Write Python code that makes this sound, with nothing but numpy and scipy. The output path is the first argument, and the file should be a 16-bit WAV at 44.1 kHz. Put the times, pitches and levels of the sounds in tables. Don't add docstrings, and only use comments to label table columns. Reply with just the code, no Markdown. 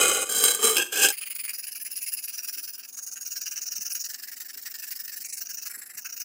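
import sys
import numpy as np
from scipy import signal
from scipy.fft import rfft, irfft, next_fast_len
from scipy.io import wavfile
from scipy.ndimage import map_coordinates

SR = 44100
rng = np.random.default_rng(int(sys.argv[2]) if len(sys.argv) > 2 else 0)


def wav_out(sig):
    wavfile.write(sys.argv[1], SR, np.round(np.clip(np.atleast_2d(sig).T, -1, 1) * 32767).astype(np.int16))


N = 275184
TIME = np.arange(N) / SR
TOP_HZ = 15820


def amp(db):
    return 10 ** (np.asarray(db) / 20)


def unit(x):
    return x / np.sqrt(np.mean(x ** 2) + 1e-20)


def add(track, s, sound):
    start = max(round(s * SR), 0)
    part = track[start:start + len(sound)]
    part += sound[:len(part)]


def wobble(rate, n):
    knots = rng.standard_normal(n // 8 + 4)
    return map_coordinates(knots, [np.arange(n) * rate / SR], mode="wrap")


def below(hz, edge_hz, order):
    return 1 / np.sqrt(1 + (hz / edge_hz) ** (2 * order))


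def above(hz, edge_hz, order):
    return below(edge_hz, hz + 1, order)


def coloured(x, gain):
    size = 2 * next_fast_len(len(x) // 2 + 2048)
    gains = np.maximum(gain(np.fft.rfftfreq(size, 1 / SR)), 1e-6)
    cepstrum = irfft(np.log(gains))
    cepstrum[1:size // 2] *= 2
    cepstrum[size // 2 + 1:] = 0
    return irfft(rfft(x, size) * np.exp(rfft(cepstrum)))[:len(x)]


def blade(modes, hz):
    power = 0
    for centre_hz, width_hz, db in modes:
        power = power + (amp(db) / (1 + ((hz - centre_hz) / width_hz) ** 2)) ** 2
    return np.sqrt(power)


def grit(n, size_db, slip_rate, slip_db, slip_t60, rub):
    grains = rng.standard_normal(n) * amp(size_db * rng.standard_normal(n).clip(-2, 2))
    slips = rng.random(n) < slip_rate / SR
    slip_powers = slips * amp(2 * slip_db * rng.standard_normal(n).clip(-2, 2))
    power = signal.lfilter([1], [1, -amp(-120 / (slip_t60 * SR))], slip_powers)
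    return grains * np.sqrt(rub + power / (power.mean() + 1e-12))


def ringing(x, t60, wet_db):
    t = np.arange(SR // 4) / SR
    tail = rng.standard_normal(len(t)) * amp(-60 * t / t60)
    return x + amp(wet_db) * signal.fftconvolve(x, tail / np.linalg.norm(tail))[:len(x)]


# frequency_hz, level_db
ROOM_NOISE = [(15, -53), (25, -29), (135, -7.5), (238, 0), (1200, -7), (1560, -28), (2640, -120)]
# pitch_hz, level_db
HUM = [(247.6, -82), (360.7, -85.5), (742.9, -83)]
AIR_DB = -73


def room():
    points_hz, points_db = np.transpose(ROOM_NOISE)
    air_gain = lambda hz: amp(np.interp(np.log(hz + 1), np.log(points_hz), points_db))
    air = amp(AIR_DB) * unit(coloured(rng.standard_normal(N), air_gain))
    hum = 0
    for hz, db in HUM:
        hum = hum + amp(db + 3) * unit(np.sin(2 * np.pi * hz * TIME + 1.3 * wobble(11, N)))
    return air + hum


# centre_hz, width_hz, level_db
FIRST_GRIP = [(455, 88, -7.5), (772, 34, -10), (1160, 40, -10.5), (1425, 195, -13), (2170, 79, -13.5),
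              (2486, 29, -6), (3030, 100, -5), (3960, 155, -11.5), (5010, 180, -10.5), (6600, 400, -9),
              (7656, 120, 1), (8900, 680, -8.5), (10460, 280, -17), (11600, 270, -16.5), (13740, 370, -14),
              (14120.0, 205, -27), (15700, 1200, -23)]
SECOND_GRIP = [(255, 43, -16.5), (439, 70, -8.5), (798, 115, -17), (1184, 63, -10), (1557, 84, -12),
               (2181, 17, -8.5), (2430, 700, -21.5), (3170, 81, -5), (3972, 50, -3), (5110, 530, -12.5),
               (6210, 85, -4.5), (6560, 120.0, -2), (7510, 210, 0.5), (8620, 225, 0), (9710, 210, -8),
               (11100, 280, -10), (12600, 230, -14), (14000, 1500, -14)]
THIRD_GRIP = [(406, 111, -8.5), (806, 38, -6.5), (1200, 250, -18.5), (1605, 68, -3.5), (2626, 170, -3.5),
              (3186, 150, -4), (4030, 300, -14.5), (4870, 110, -5.5), (5190, 110, -6.5), (6390, 480, -8.5),
              (7640, 390, -7), (8700, 540, -8.5), (10170, 220, -14.5), (11350, 610, -18), (12860, 240, -8.5),
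              (14100, 910, -13.5)]
# start_s, hardest_s, end_s, growl_db, rasp_db, swell_db, fade_db
GRINDS = [(0.0, 0.043, 0.24, -23, -20.5, -1, 8), (0.291, 0.485, 0.585, -25.5, -20, 8, 14),
          (0.592, 0.651, 0.76, -23, -19.5, 14.5, 8.5), (0.764, 0.801, 0.875, -24.5, -26, 2, 15.5),
          (0.923, 1.055, 1.081, -20, -19, 11.5, 6.5)]
GRIND_GRIPS = [FIRST_GRIP, SECOND_GRIP, SECOND_GRIP, THIRD_GRIP, THIRD_GRIP]
DRAG_DB = -16.5


def grinding():
    out, t = np.zeros(N), TIME[:SR * 3 // 2]
    turns = [row[0] for row in GRINDS[1:]] + [RUNS[0][0]]
    for stroke, modes, turn in zip(GRINDS, GRIND_GRIPS, turns):
        start, hardest, end, growl_db, rasp_db, swell_db, fade_db = stroke
        force = grit(len(t), size_db=7.5, slip_rate=380, slip_db=-1.0, slip_t60=0.014, rub=1.0)
        steel_gain = lambda hz: blade(modes, hz) * (1.05 - below(hz, 166, order=4))
        steel = coloured(ringing(force, t60=0.06, wet_db=-2.5), steel_gain)
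        growl = unit(coloured(steel, lambda hz: below(hz, 3740, order=8)))
        rasp = coloured(steel, lambda hz: above(hz, 4500, order=8))
        rasp = unit(rasp * amp(1.85 * wobble(90.9, len(t))))
        bite = np.clip((t - start) / 0.0023 + 1, 0, 1)
        contact = bite * amp(-60 * np.maximum(t - turn, 0) / 0.044)
        effort_db = np.interp(t, [start, hardest, end], [-swell_db, 0, -fade_db])
        effort_db = np.maximum(effort_db - 60 * np.maximum(t - end, 0) / 0.091, DRAG_DB)
        shake = coloured(rng.standard_normal(len(t)), lambda hz: below(hz, 89, order=2))
        rumble = amp(-29.5 - 8.4 * t) * unit(shake)
        low = amp(growl_db + 1.094 * effort_db) * (growl + rumble)
        high = amp(rasp_db + 1.06 * effort_db) * rasp
        add(out, 0, contact * (low + high))
    return out


# start_s, peak_db
SNAPS = [(0.081, -11), (0.148, -14), (0.4393, -3.5), (0.4813, -7), (0.548, -10), (0.6514, -11.5),
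         (0.7685, -6.5), (0.7794, -17), (0.8003, -30), (1.0345, -6.5), (1.0865, -7), (1.103, -9)]


def snaps():
    out, t = np.zeros(N), TIME[:SR // 10]
    for s, db in SNAPS:
        decay = amp(-60 * t / 0.0035) + amp(-11.0 - 60 * t / 0.013)
        crack = rng.standard_normal(len(t)) * decay
        modes = SECOND_GRIP if s < GRINDS[3][0] else THIRD_GRIP
        snap_gain = lambda hz: blade(modes, hz) * above(hz, 870, order=1)
        snap = coloured(ringing(crack, t60=0.065, wet_db=2), snap_gain)
        add(out, s, amp(db) * snap / np.abs(snap).max())
    return out


# start_s, strokes_count
RUNS = [(1.118, 7), (1.426, 4), (1.62, 4), (1.788, 5), (2.056, 4), (2.268, 7), (2.616, 4), (2.823, 9),
        (3.246, 7), (3.603, 8), (3.988, 8), (4.354, 18), (5.113, 14), (5.691, 6), (5.928, 8)]
RUNS_END_S = 6.232
# time_s, level_db
PRESSURE = [(1.14, -34), (1.29, -35.5), (1.45, -33), (1.75, -38), (2.08, -34), (2.19, -36), (2.55, -35),
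            (2.79, -41), (2.9, -45), (2.98, -38.5), (3.2, -37), (3.35, -34), (3.75, -33.5), (3.98, -32.5),
            (4.2, -39.5), (4.54, -41.5), (4.9, -37.5), (5.12, -38), (5.37, -35.5), (5.47, -36.5),
            (5.68, -37.5), (5.9, -45), (6.21, -36.5)]
# time_s, body_db, sizzle_db
SCRUB_TONE = [(1.14, 2, -1), (1.9, 1.5, 0), (2.25, 0, -1), (2.6, -1.5, 0.5), (2.86, 5, 1.5),
              (3.04, -8.5, -3), (3.55, 3.5, 0.5), (3.7, -2.5, -2.5), (3.92, 2.5, 4), (4.02, -8, -4),
              (4.2, 2, -2), (4.72, 0, -3.5), (5.25, -0.5, -1), (5.5, -1, 0.5), (5.87, 2, -4),
              (6.17, 1.5, 0.5)]
# time_s, extra_level_db, extra_body_db
ACCENTS = [(2.135, 2.5, 0), (2.44, -0.5, 3), (2.49, 1, -1), (2.64, 2, -2.5), (2.985, 0.5, 3.5),
           (3.175, -2.5, 10.5), (4.2, -3.5, 0), (4.415, 2.5, -1), (4.67, 4, 1.5), (4.925, 2.5, 0),
           (5.3, -2, -1), (5.42, 1.5, 0), (5.46, -3.5, 4.5), (5.67, 3, 0), (5.985, 5.5, -0.5),
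           (6.025, -2.5, -2), (6.06, 3.5, 7.5), (6.1, -2, 6), (6.21, 1.5, 3.5)]
PUSH_LEAD_S, PUSH_DB, PUSH_BODY_DB = 0.0008, 0.48, 1
PUSH_FASTEST, PULL_FASTEST = 0.38, 0.52
SCATTER_DB, TONE_SCATTER_DB = 0.6, 0.24


def quick_strokes():
    run_s, counts = np.transpose(RUNS)
    number = np.arange(counts.sum() + 1)
    way = (-1) ** number
    first_numbers = np.r_[0, np.cumsum(counts)]
    turns = np.interp(number, first_numbers, np.r_[run_s, RUNS_END_S]) - PUSH_LEAD_S * way
    tone_s, body_curve, sizzle_curve = np.transpose(SCRUB_TONE)
    for start, end, sign in zip(turns, turns[1:], way):
        middle = (start + end) / 2
        db = np.interp(middle, *np.transpose(PRESSURE)) + sign * PUSH_DB
        db += rng.normal() * SCATTER_DB
        body_db = np.interp(middle, tone_s, body_curve) + sign * PUSH_BODY_DB
        body_db -= rng.normal() * TONE_SCATTER_DB
        sizzle_db = np.interp(middle, tone_s, sizzle_curve) - rng.normal() * TONE_SCATTER_DB
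        for s, extra_db, extra_body_db in ACCENTS:
            if start <= s < end:
                db, body_db = db + extra_db, body_db + extra_body_db
        yield start, end, PUSH_FASTEST if sign > 0 else PULL_FASTEST, db, body_db, sizzle_db


# centre_hz, width_hz, level_db
FLAT = [(1690, 140, -17.5), (2560, 555, -2), (4820, 310, 1), (6950, 610, -7), (9840, 470, 8),
        (12800, 690.0, -9)]
PRESSED = [(1700, 195, -17), (2710, 400, -9), (5090, 370, -4.5), (5870, 180, -6), (6920, 300, -7.5),
           (10790, 1010, -1.5)]
TURNED = [(1605, 290, -22.5), (2660, 300, -18), (5210, 450, -11), (5770, 170, -7), (7000, 630, -17),
          (10140, 770, -14.5), (13400, 1400, -21.5)]
TILTED = [(1510, 290, -16.5), (2720, 400, -20), (6270, 930, -9), (6600, 140, 1), (8970, 370, -10.5),
          (10400, 670.0, -12.5), (13100, 790.0, -13.5)]
BELLY = [(1580, 223, -12.5), (2880, 386, -9), (4810, 450, -13), (5840, 430, 2.6), (6670, 270, -1.5),
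         (9400, 2300, -14), (10000, 170, -14), (12600, 280, -9)]
TIP = [(1770, 216, -3), (2940, 910, -10.5), (5390, 810, -1.5), (7480, 730, -3), (9000, 290, -6),
       (10570, 1100, -5.5), (13400, 1100, -1)]
ROLLED = [(2260, 340, -9.5), (4780, 540, -11), (5800, 350, -4), (6600, 510, -2), (7660, 230, -1),
          (9640, 860, -2.5), (13100, 1300, -10)]
POINT = [(1830, 370, 2), (2900, 73, -17), (4400, 340, -7), (5340, 310, -0.5), (7700, 330, 6.5),
         (11700, 2500, 5.5)]
# centre_hz, width_hz, level_db
TOP_MODES = [(14700, 62, 3.5), (15250, 290, 1.5)]
# time_s, modes, notch_db, top_modes_db
HOLDS = [(1.05, FLAT, 4, 6.5), (1.52, PRESSED, 11, -0.5), (2.28, TURNED, 0.5, -7.5),
         (2.9, TILTED, 10, -8.5), (3.25, BELLY, 17, -1.5), (4.08, TIP, 10, 6), (5.23, ROLLED, 18, -5),
         (5.39, BELLY, 14.5, 1.5), (5.692, POINT, 9, -2), (5.964, BELLY, 24, 3.5)]


def hold_colour(s, hz, roll_s):
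    reached = [np.clip((s - hold[0]) / roll_s + .5, 0, 1) for hold in HOLDS[1:]]
    shares = -np.diff([1] + reached + [0])
    gain = 0
    for (_, modes, notch_db, top_db), share in zip(HOLDS, shares):
        if share > 0:
            hollow_db = -notch_db * np.exp(-((hz - 3330) / 350) ** 2)
            steel = np.hypot(blade(modes, hz), amp(top_db) * blade(TOP_MODES, hz))
            gain = gain + share * steel * amp(hollow_db)
    return gain * (above(hz, 1260, order=5) + 0.39)


def scrubbing():
    out, t = np.zeros(N), TIME[:SR // 12]
    for s, end, fastest, db, body_db, sizzle_db in quick_strokes():
        travel = t / (end - s)
        speed = np.sin(np.pi * np.interp(travel, [0, fastest, 1], [0, .5, 1]))
        steepness = np.where(travel < fastest, 0.95, 1.4)
        push = np.hypot(np.abs(speed) ** steepness, .1) * (travel < 1)
        grip = np.clip((travel - 0.135 - 0.027 * rng.normal()) / 0.023, 0, 1)
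        push = np.maximum(push * amp(-4.5 * (1.5 - grip)), .1) * (travel < 1)
        detune = 1 + 0.0064 * rng.standard_normal()
        ripple_db = 1.23 * rng.standard_normal(size=32)
        ripple_hz = np.linspace(0, TOP_HZ, len(ripple_db))
        ripple = lambda hz: amp(np.interp(hz, ripple_hz, ripple_db))
        steel = lambda hz: hold_colour((s + end) / 2, hz * detune, roll_s=0.068) * ripple(hz)
        body = lambda hz: amp(body_db * below(hz, 3400, order=9))
        coarse = lambda hz: steel(hz) * below(hz, 8300, order=12) * body(hz)
        fine = lambda hz: steel(hz) * above(hz, 8300, order=12) * amp(sizzle_db)
        rasp = 0
        for colour in (coarse, fine):
            grains = grit(len(t), size_db=1.0, slip_rate=450, slip_db=3.5, slip_t60=0.006, rub=0.58)
            rasp = rasp + coloured(ringing(push * grains, t60=0.045, wet_db=-2.5), colour)
        add(out, s, amp(db - 0.07) * unit(rasp) / np.sqrt(travel[-1]))
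    return out


# start_s, peak_db, pitch_hz
BUMPS = [(1.399, -63, 140), (2.565, -57.5, 332), (3.787, -54, 161), (4.558, -57, 338), (5.2, -60, 230),
         (5.769, -55, 328), (5.949, -60, 183)]


def bumps():
    out, t = np.zeros(N), TIME[:SR // 5]
    for s, db, hz in BUMPS:
        push = rng.standard_normal(len(t)) * amp(-60 * t / 0.16)
        knock = coloured(push, lambda f: blade([(hz, 110, 0)], f) * above(f, 115, order=2))
        add(out, s, amp(db) * knock / np.abs(knock).max())
    return out


# time_s, level_db, pitch_hz
CHIRPS = [(1.818, -23.5, 11100), (1.9635, -18.5, 10600), (2.0218, -20, 10900), (2.127, -15, 11000),
          (2.243, -22.5, 11300), (3.925, -21, 10700)]


def chirps():
    out, t = np.zeros(N), TIME[:SR // 20] - .02
    for s, db, hz in CHIRPS:
        pitch = hz * (1.025 + 2.2 * t + .03 * wobble(900, len(t)))
        swell = np.exp(-(t / .008) ** 2) * amp(3 * wobble(700, len(t)))
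        squeak = np.sin(2 * np.pi * np.cumsum(pitch) / SR)
        add(out, s - .01, amp(db - 9) * swell * squeak)
    return out


def scene():
    return (grinding() + snaps() + scrubbing() + chirps() + bumps() + room())[None]


def record(dry):
    size = next_fast_len(N + SR // 2)
    band = below(np.fft.rfftfreq(size, 1 / SR), TOP_HZ, order=500)
    return irfft(rfft(dry, size) * band, size)[..., :N]


dry = scene()
out = record(dry)
wav_out(out)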